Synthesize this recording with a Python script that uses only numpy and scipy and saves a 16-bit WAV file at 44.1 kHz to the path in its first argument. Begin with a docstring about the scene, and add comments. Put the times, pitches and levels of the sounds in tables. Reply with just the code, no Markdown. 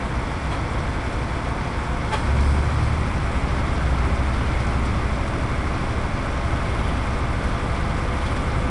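"""First comes the beating boom of two diesel locomotives pulling a train, heard at the open cab window.
Their exhausts resonate in the cab over machine clatter, gear whine, rolling wheels and rushing air.
Just after two seconds a heavy steel clank sounds and compressed air hisses; the near engine digs in,
and both engines speed up and settle. Fittings rattle; later sheet metal buzzes and a fan spins up."""
import sys
import numpy as np
from scipy.fft import rfft, irfft, next_fast_len
from scipy.io import wavfile
from scipy.ndimage import uniform_filter1d, minimum_filter1d, map_coordinates

SR = 44100
rng = np.random.default_rng(int(sys.argv[2]) if len(sys.argv) > 2 else 0)


def bounce(signal):
    """Save signal as a 16-bit WAV file at the path given by the first command-line argument."""
    frames = np.transpose(np.atleast_2d(signal))
    limited = np.clip(frames, -1, 1)
    pcm = np.round(limited * 32767).astype(np.int16)
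    wavfile.write(sys.argv[1], SR, pcm)


N = 383669


def amp(db):
    """Gain of a level in dB."""
    return 10 ** (np.asarray(db) / 20)

def unit(x):
    """x at rms 1."""
    return x / np.sqrt(np.mean(x ** 2) + 1e-20)

def clock():
    """The time of every sample in s."""
    return np.arange(N) / SR

def step(mid_s, width_s):
    """A smooth passage from 0 to 1."""
    return .5 + .5 * np.tanh((clock() - mid_s) / (2 * width_s))

def burst(peak_s, rise_s, t60):
    """An envelope that swells up to peak_s, then falls 60 dB in t60 seconds."""
    t = clock() - peak_s
    return np.where(t < 0, np.exp(-(t / rise_s) ** 2), amp(-60 * np.abs(t) / t60))

def noise():
    """White noise."""
    return rng.standard_normal(N)

def wobble(rate):
    """A smooth random curve, rate knots a second."""
    knots = rng.standard_normal(int(N * rate / SR) + 4)
    return map_coordinates(knots, [np.arange(N) * rate / SR])

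def tone(cycles):
    """A sine of rms 1 that follows a running count of cycles."""
    return np.sqrt(2) * np.sin(2 * np.pi * (cycles + rng.random()))

def filtered(x, response):
    """x times a complex response of frequency."""
    size = next_fast_len(N + SR // 2)
    return irfft(rfft(x, size) * response(np.fft.rfftfreq(size, 1 / SR)), size)[:N]

def coloured(x, spectrum):
    """x shaped by (frequency [Hz], level [dB]) points, at rms 1."""
    points_hz, db = np.transpose(spectrum)
    return unit(filtered(x, lambda hz: amp(np.interp(np.log(hz + 1), np.log(points_hz), db))))

def resonances(modes, hz):
    """Summed response of (frequency [Hz], width [Hz], gain [dB]) modes."""
    return sum(amp(db) * 1j * hz * width / (centre ** 2 - hz ** 2 + 1j * hz * width)
               for centre, width, db in modes)

def resonant_noise(modes):
    """Noise ringing through modes, at rms 1."""
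    return unit(filtered(noise(), lambda hz: resonances(modes, hz)))


# Wheel rumble from below the cab: (frequency [Hz], relative level [dB])
WHEEL_SPECTRUM = [(10, -20), (20, -21), (32, 2.5), (55, 1), (105, -2), (150, -3), (185, -4), (260, -4),
                  (340, -7), (450, -16.5), (900, -41), (3000, -120)]

def wheels(effort_db, base_db=-31.0, effort_share=.06, lumpy_db=1):
    """Down on the track, wheels rumble on uneven rail, a little more when they pull hard."""
    level_db = base_db + effort_share * effort_db + lumpy_db * wobble(13)
    return amp(level_db) * coloured(noise(), WHEEL_SPECTRUM)


# Bright hiss at the window, also the colour of the rattles: (frequency [Hz], relative level [dB])
AIR_SPECTRUM = [(1500, -34), (3000, -1), (4000, 0.5), (5000, 0.5), (5800, -1), (6500, -8), (7100, -6),
                (8000, -4.5), (9200, -7), (10200, -10), (11200, -21.5)]

def window_air(effort_db, base_db=-47.5, effort_share=.12, flutter_db=0.82, grain_db=1.3, split_hz=6500):
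    """Air flutters past the window frame by the microphone, more as the engine draws harder."""
    def eddies():
        return amp(flutter_db * wobble(30) + grain_db * wobble(300))
    rush = coloured(noise(), AIR_SPECTRUM)
    fine = filtered(rush, lambda hz: hz > split_hz)  # the finest eddies come and go by themselves
    return amp(base_db + effort_share * effort_db) * ((rush - fine) * eddies() + fine * eddies())


# Chatters of loose fittings: (time [s], relative level [dB])
FITTING_RATTLES = [(1.1294, -29), (2.4104, -28), (4.6044, -28), (4.6698, -30), (4.8569, -26.5),
                   (5.2794, -30), (7.4394, -30), (8.2631, -29.5), (8.3654, -27)]

def rattles(base_db=-14, rise_s=0.0044, t60=0.096):
    """Loose fittings give short bright chatters."""
    envelope = sum(amp(base_db + db) * burst(s, rise_s, t60) for s, db in FITTING_RATTLES)
    return envelope * coloured(noise(), AIR_SPECTRUM)


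# Modes of a loose metal sheet: (frequency [Hz], width [Hz], gain [dB])
SHEET_MODES = [(3120, 460, 1.5), (3390, 120, -5), (8700, 2200, -17)]
# Its bouts of buzzing: (time [s], level [dB], rise [s])
SHEET_BOUTS = [(4.4, -50, .1), (6.9, -46, .3), (7.44, -48, .03), (7.75, -52, .04), (8.3, -44.5, 0.16)]

def sheet_buzz(far_turns, rest_db=-59, t60=1.2, depth=0.25):
    """A loose sheet of metal buzzes in bouts, shaken by the deep beat of the far engine."""
    shaken = resonant_noise(SHEET_MODES) * (1 + depth * tone(2 * far_turns))
    bouts = sum(amp(db) * burst(s, rise_s, t60) for s, db, rise_s in SHEET_BOUTS)
    return (amp(rest_db) + bouts) * unit(shaken)


# Resonances of the air nozzle: (frequency [Hz], width [Hz], gain [dB])
NOZZLE_MODES = [(5050, 540, 2), (8150, 600, -2), (8750, 900, -10)]
# Puffs from it: (time [s], level [dB])
AIR_PUFFS = [(2.17, -50), (2.48, -47), (2.83, -55)]

def compressed_air(rise_s=.05, t60=1.2):
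    """Compressed air hisses in a few puffs after the heavy clank."""
    return sum(amp(db) * burst(s, rise_s, t60) for s, db in AIR_PUFFS) * resonant_noise(NOZZLE_MODES)


def cooling_fan(start_s=5.7, rise_s=2.2, start_hz=478, climb_hz_per_s=9, level_db=-43, waver_db=2):
    """The cooling fan spins up: its note fades in and climbs steadily."""
    running_s = np.maximum(clock() - start_s, 0)
    hz = start_hz + climb_hz_per_s * running_s
    fade_in = np.minimum(running_s / rise_s, 1)
    return amp(level_db + waver_db * wobble(14)) * fade_in * tone(np.cumsum(hz) / SR)


def thin_whine(hz=858, swell_s=1.1, stop_t60=.3, peak_db=-46, waver_db=1):
    """A thin note swells and breaks off at the heavy clank."""
    clank_s = STEEL_CLANKS[-1][0]
    return amp(peak_db + waver_db * wobble(8)) * burst(clank_s, swell_s, stop_t60) * tone(hz * clock())


# Gear notes of the near and far engine: (multiple of shaft speed, relative level [dB])
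NEAR_TEETH = [(45, -50), (63, -54.5), (80, -46.5), (84, -51), (96, -54), (100, -51.5)]
FAR_TEETH = [(63, -45), (108.7, -42), (138, -53.5), (158, -58), (198.5, -52)]

def gear_whine(near_turns, far_turns, far_start_db=-13.5, far_db_per_s=1.6, waver_db=1.5, drift=0.075):
    """Meshing teeth sing in both engines, the far one ever louder as it takes up the load."""
    def mesh(turns, teeth):
        return sum(amp(db + waver_db * wobble(10)) * tone(multiple * turns + drift * wobble(14))
                   for multiple, db in teeth)
    far_gain = amp(far_start_db + far_db_per_s * clock())
    return mesh(near_turns, NEAR_TEETH) + far_gain * mesh(far_turns, FAR_TEETH)


# Steel grinding on steel: (frequency [Hz], relative level [dB])
SCRAPE_SPECTRUM = [(150, -21), (400, 3.5), (1000, 1.5), (1600, -2.5), (2400, -4), (4000, -17),
                   (6500, -22.5), (9500, -20.5), (11200, -34)]
# Lesser modes of the steel: (frequency [Hz], width [Hz], gain [dB])
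STEEL_MODES = [(338, 20, -3), (522, 26, -16), (1106, 12, -10), (1540, 84, -14), (3300, 90, -12),
               (4050, 43, -17)]
# A light clank, then the heavy one:
# (time [s], scrape level [dB], rise [s], scrape t60 [s], ring [Hz], ring level [dB], ring t60 [s])
STEEL_CLANKS = [(.53, -32, 0.021, 0.29, 994, -33, .2), (2.139, -23, 0.015, 0.19, 864, -21.5, 0.11)]

def clanks(modes_db=-5):
    """Heavy steel parts grind together, and one strong mode rings briefly."""
    modes = amp(modes_db) * resonant_noise(STEEL_MODES)
    scrape = coloured(noise(), SCRAPE_SPECTRUM) + modes
    sound = np.zeros(N)
    for s, scrape_db, rise_s, scrape_t60, ring_hz, ring_db, ring_t60 in STEEL_CLANKS:
        sound += amp(scrape_db) * burst(s, rise_s, scrape_t60) * scrape
        sound += amp(ring_db) * burst(s, rise_s, ring_t60) * tone(ring_hz * clock())
    return sound


# Crankshafts: (starting speed [turns/s], gain in the run-up [turns/s], change on settling [turns/s])
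NEAR_SHAFT, FAR_SHAFT = (10.93, 2.24, -.38), (9.8, .86, .185)
RUN_UP, SETTLE = (2.6, .29), (5.25, .65)  # (midpoint [s], time constant [s])

def shaft_turns(speeds, hunt):
    """Turns made by a crankshaft that runs up and settles, while its governor hunts a little."""
    slow, gained, settling = speeds
    speed = slow + gained * step(*RUN_UP) + settling * step(*SETTLE)
    return np.cumsum(speed * (1 + hunt * wobble(5))) / SR


# Spells of hard pulling: (start [s], attack [s], hold [s], release [s], added effort [dB])
NEAR_HARD_PULLS = [(2.1, 0.21, 0.21, 0.63, 9.5), (2.1, 0.14, 1.9, 2.1, 4.5)]
FAR_HARD_PULLS = [(3.0, 0.53, 0.83, 1, 7.5), (6.3, .3, 0.13, .5, 4.5)]

def effort(pulls, easy_db, load_db=2):
    """How hard an engine works, in dB: the run-up adds lasting load, and each pull comes and goes."""
    pulling = sum(db * np.interp(clock(), np.cumsum([s, attack, hold, release]), [0, 1, 1, 0])
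                  for s, attack, hold, release, db in pulls)
    return easy_db + load_db * step(*RUN_UP) + pulling


def clatter(turns, points=4096):
    """Valves, injectors and gears make the same dense pattern of knocks on every turn."""
    pattern = rng.standard_normal(points)
    return unit(map_coordinates(pattern, [turns % 1 * points], mode="grid-wrap"))


# Hood and cab panels around the microphone: (frequency [Hz], width [Hz], gain [dB])
PANEL_MODES = [(504, 19, -13), (566, 10, -6.5), (615, 11, -14), (675, 14, -2.5), (704.5, 10, -5),
               (828, 8, -4), (862, 7.8, -20), (912, 17, -12), (978, 15, -16), (1060, 13, -15),
               (1124, 6, -7.5), (1174, 12, -18), (1237, 16, -21), (1310, 12, -10), (1513, 28, -9),
               (1610, 18, -18), (1742, 19, -5), (1864, 21, -6.5), (1930, 20, -8), (2023, 22, -6),
               (2126, 23, -6.5), (2173, 21, -12), (2340, 19, -9), (2450, 22, -24)]
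# Machine noise at the window: (frequency [Hz], relative level [dB])
MACHINE_SPECTRUM = [(120, -35), (250, -3.5), (420, 0.5), (680, 0), (760, 0), (1100, 0.7), (1520, -2),
                    (1820, -8), (2200, -4), (2600, -10.5), (2950, -15.5), (3450, -12.5), (3750, -21),
                    (7000, -36.5)]

def machinery(near_turns, far_turns, effort_db, base_db=-30.5, effort_share=0.089,
              near_db=-3, far_db=-5, cylinders=12, puff=0.12, flutter_db=0.16, panel_db=1):
    """Clatter and a roar of gas that puffs with the firings grow with effort and set the panels ringing."""
    roar = noise() * (1 + puff * tone(cylinders * near_turns))
    drive = roar + amp(near_db) * clatter(near_turns) + amp(far_db) * clatter(far_turns)
    ringing = filtered(drive, lambda hz: 1 + amp(panel_db) * resonances(PANEL_MODES, hz))
    level_db = base_db + effort_share * effort_db + flutter_db * wobble(22)
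    return amp(level_db) * coloured(ringing, MACHINE_SPECTRUM)


def firing_notes(turns, orders, effort_db, uneven_db):
    """Cylinders fire notes on multiples of the shaft speed; the main ones grow with effort."""
    return sum(amp(db + share * effort_db + uneven_db * wobble(6)) * tone(multiple * turns)
               for multiple, db, share in orders)


# Each engine's notes: (multiple of shaft speed, level before the cab [dB], gain with effort [dB/dB])
NEAR_NOTES = [(3, -44.5, 0.75), (4, -42, -0.1), (6, -35, 1), (7, -40.5, 0), (8, -43, -0.3),
              (9, -41.5, 0.96), (10, -44.5, 0.5), (12, -44.5, 1), (14, -44.5, -0.2), (16, -47.5, 0.24),
              (18, -52, 0.55), (20, -49.5, 0.16), (21, -49, 0.74), (25, -51, 0.1), (30, -50.5, 0.28)]
FAR_NOTES = [(3, -47.5, .1), (4, -40, .1), (5, -41, .1), (6, -33, 0.88), (9, -40, .1), (10, -43, .1),
             (11, -48, 0.091), (12, -42, 0.088), (14, -46.5, .1), (15, -47, .1), (24, -49.5, 0.081),
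             (30, -52, .1)]
# Air resonances of the near exhaust stack and of the cab: (frequency [Hz], width [Hz], gain [dB])
STACK_MODES = [(33.8, 7.2, -8), (109.3, 12, 1), (142, 17, 6), (243, 38, -12.5)]
CAB_MODES = [(33.7, 4, -2), (67.8, 11.5, 0), (114.4, 6.3, 2.5), (144.2, 8.4, -0.5), (206, 7.5, 4.5)]

def exhausts(near_turns, far_turns, near_effort, far_effort,
             chuff_db=-43, chuff_share=0.77, throb_db=-42, run_up_gain_db=9):
    """Both exhausts boom in the cab; the near stack chuffs under load, the far engine throbs once run up."""
    notes = firing_notes(near_turns, NEAR_NOTES, near_effort, uneven_db=1.5)
    notes += firing_notes(far_turns, FAR_NOTES, far_effort, uneven_db=1.7)
    boom = filtered(notes, lambda hz: 1 + resonances(CAB_MODES, hz))
    throb = amp(throb_db + run_up_gain_db * step(*RUN_UP)) * tone(2 * far_turns)
    chuff = amp(chuff_db + chuff_share * near_effort) * resonant_noise(STACK_MODES)
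    return boom + throb + chuff


def scene(gather_db_per_s=0.0919):
    """One microphone at the open cab window, one engine close by and the other farther off."""
    near_turns = shaft_turns(NEAR_SHAFT, hunt=0.001192)
    far_turns = shaft_turns(FAR_SHAFT, hunt=0.00098)
    near_effort = effort(NEAR_HARD_PULLS, easy_db=-4.5)
    far_effort = effort(FAR_HARD_PULLS, easy_db=-5)
    engines = exhausts(near_turns, far_turns, near_effort, far_effort)
    whines = gear_whine(near_turns, far_turns) + thin_whine() + cooling_fan()
    roar = machinery(near_turns, far_turns, near_effort + far_effort)
    roar += wheels(near_effort) + window_air(near_effort)
    roar *= amp(gather_db_per_s * clock())  # louder as the train gathers way
    events = clanks() + compressed_air() + rattles() + sheet_buzz(far_turns)
    return (engines + whines + roar + events)[None]


def record(dry, ceiling=0.31, top_hz=11150):
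    """A limiter after the microphone holds down the peaks; nothing passes above top_hz."""
    needed_gain = np.minimum(1, ceiling / (np.abs(dry[0]) + 1e-9))
    held_gain = minimum_filter1d(needed_gain, size=881)  # 20 ms
    smooth_gain = uniform_filter1d(held_gain, size=441)  # 10 ms
    return filtered(dry[0] * smooth_gain, lambda hz: hz < top_hz)[None]


dry = scene()
out = record(dry)
bounce(out)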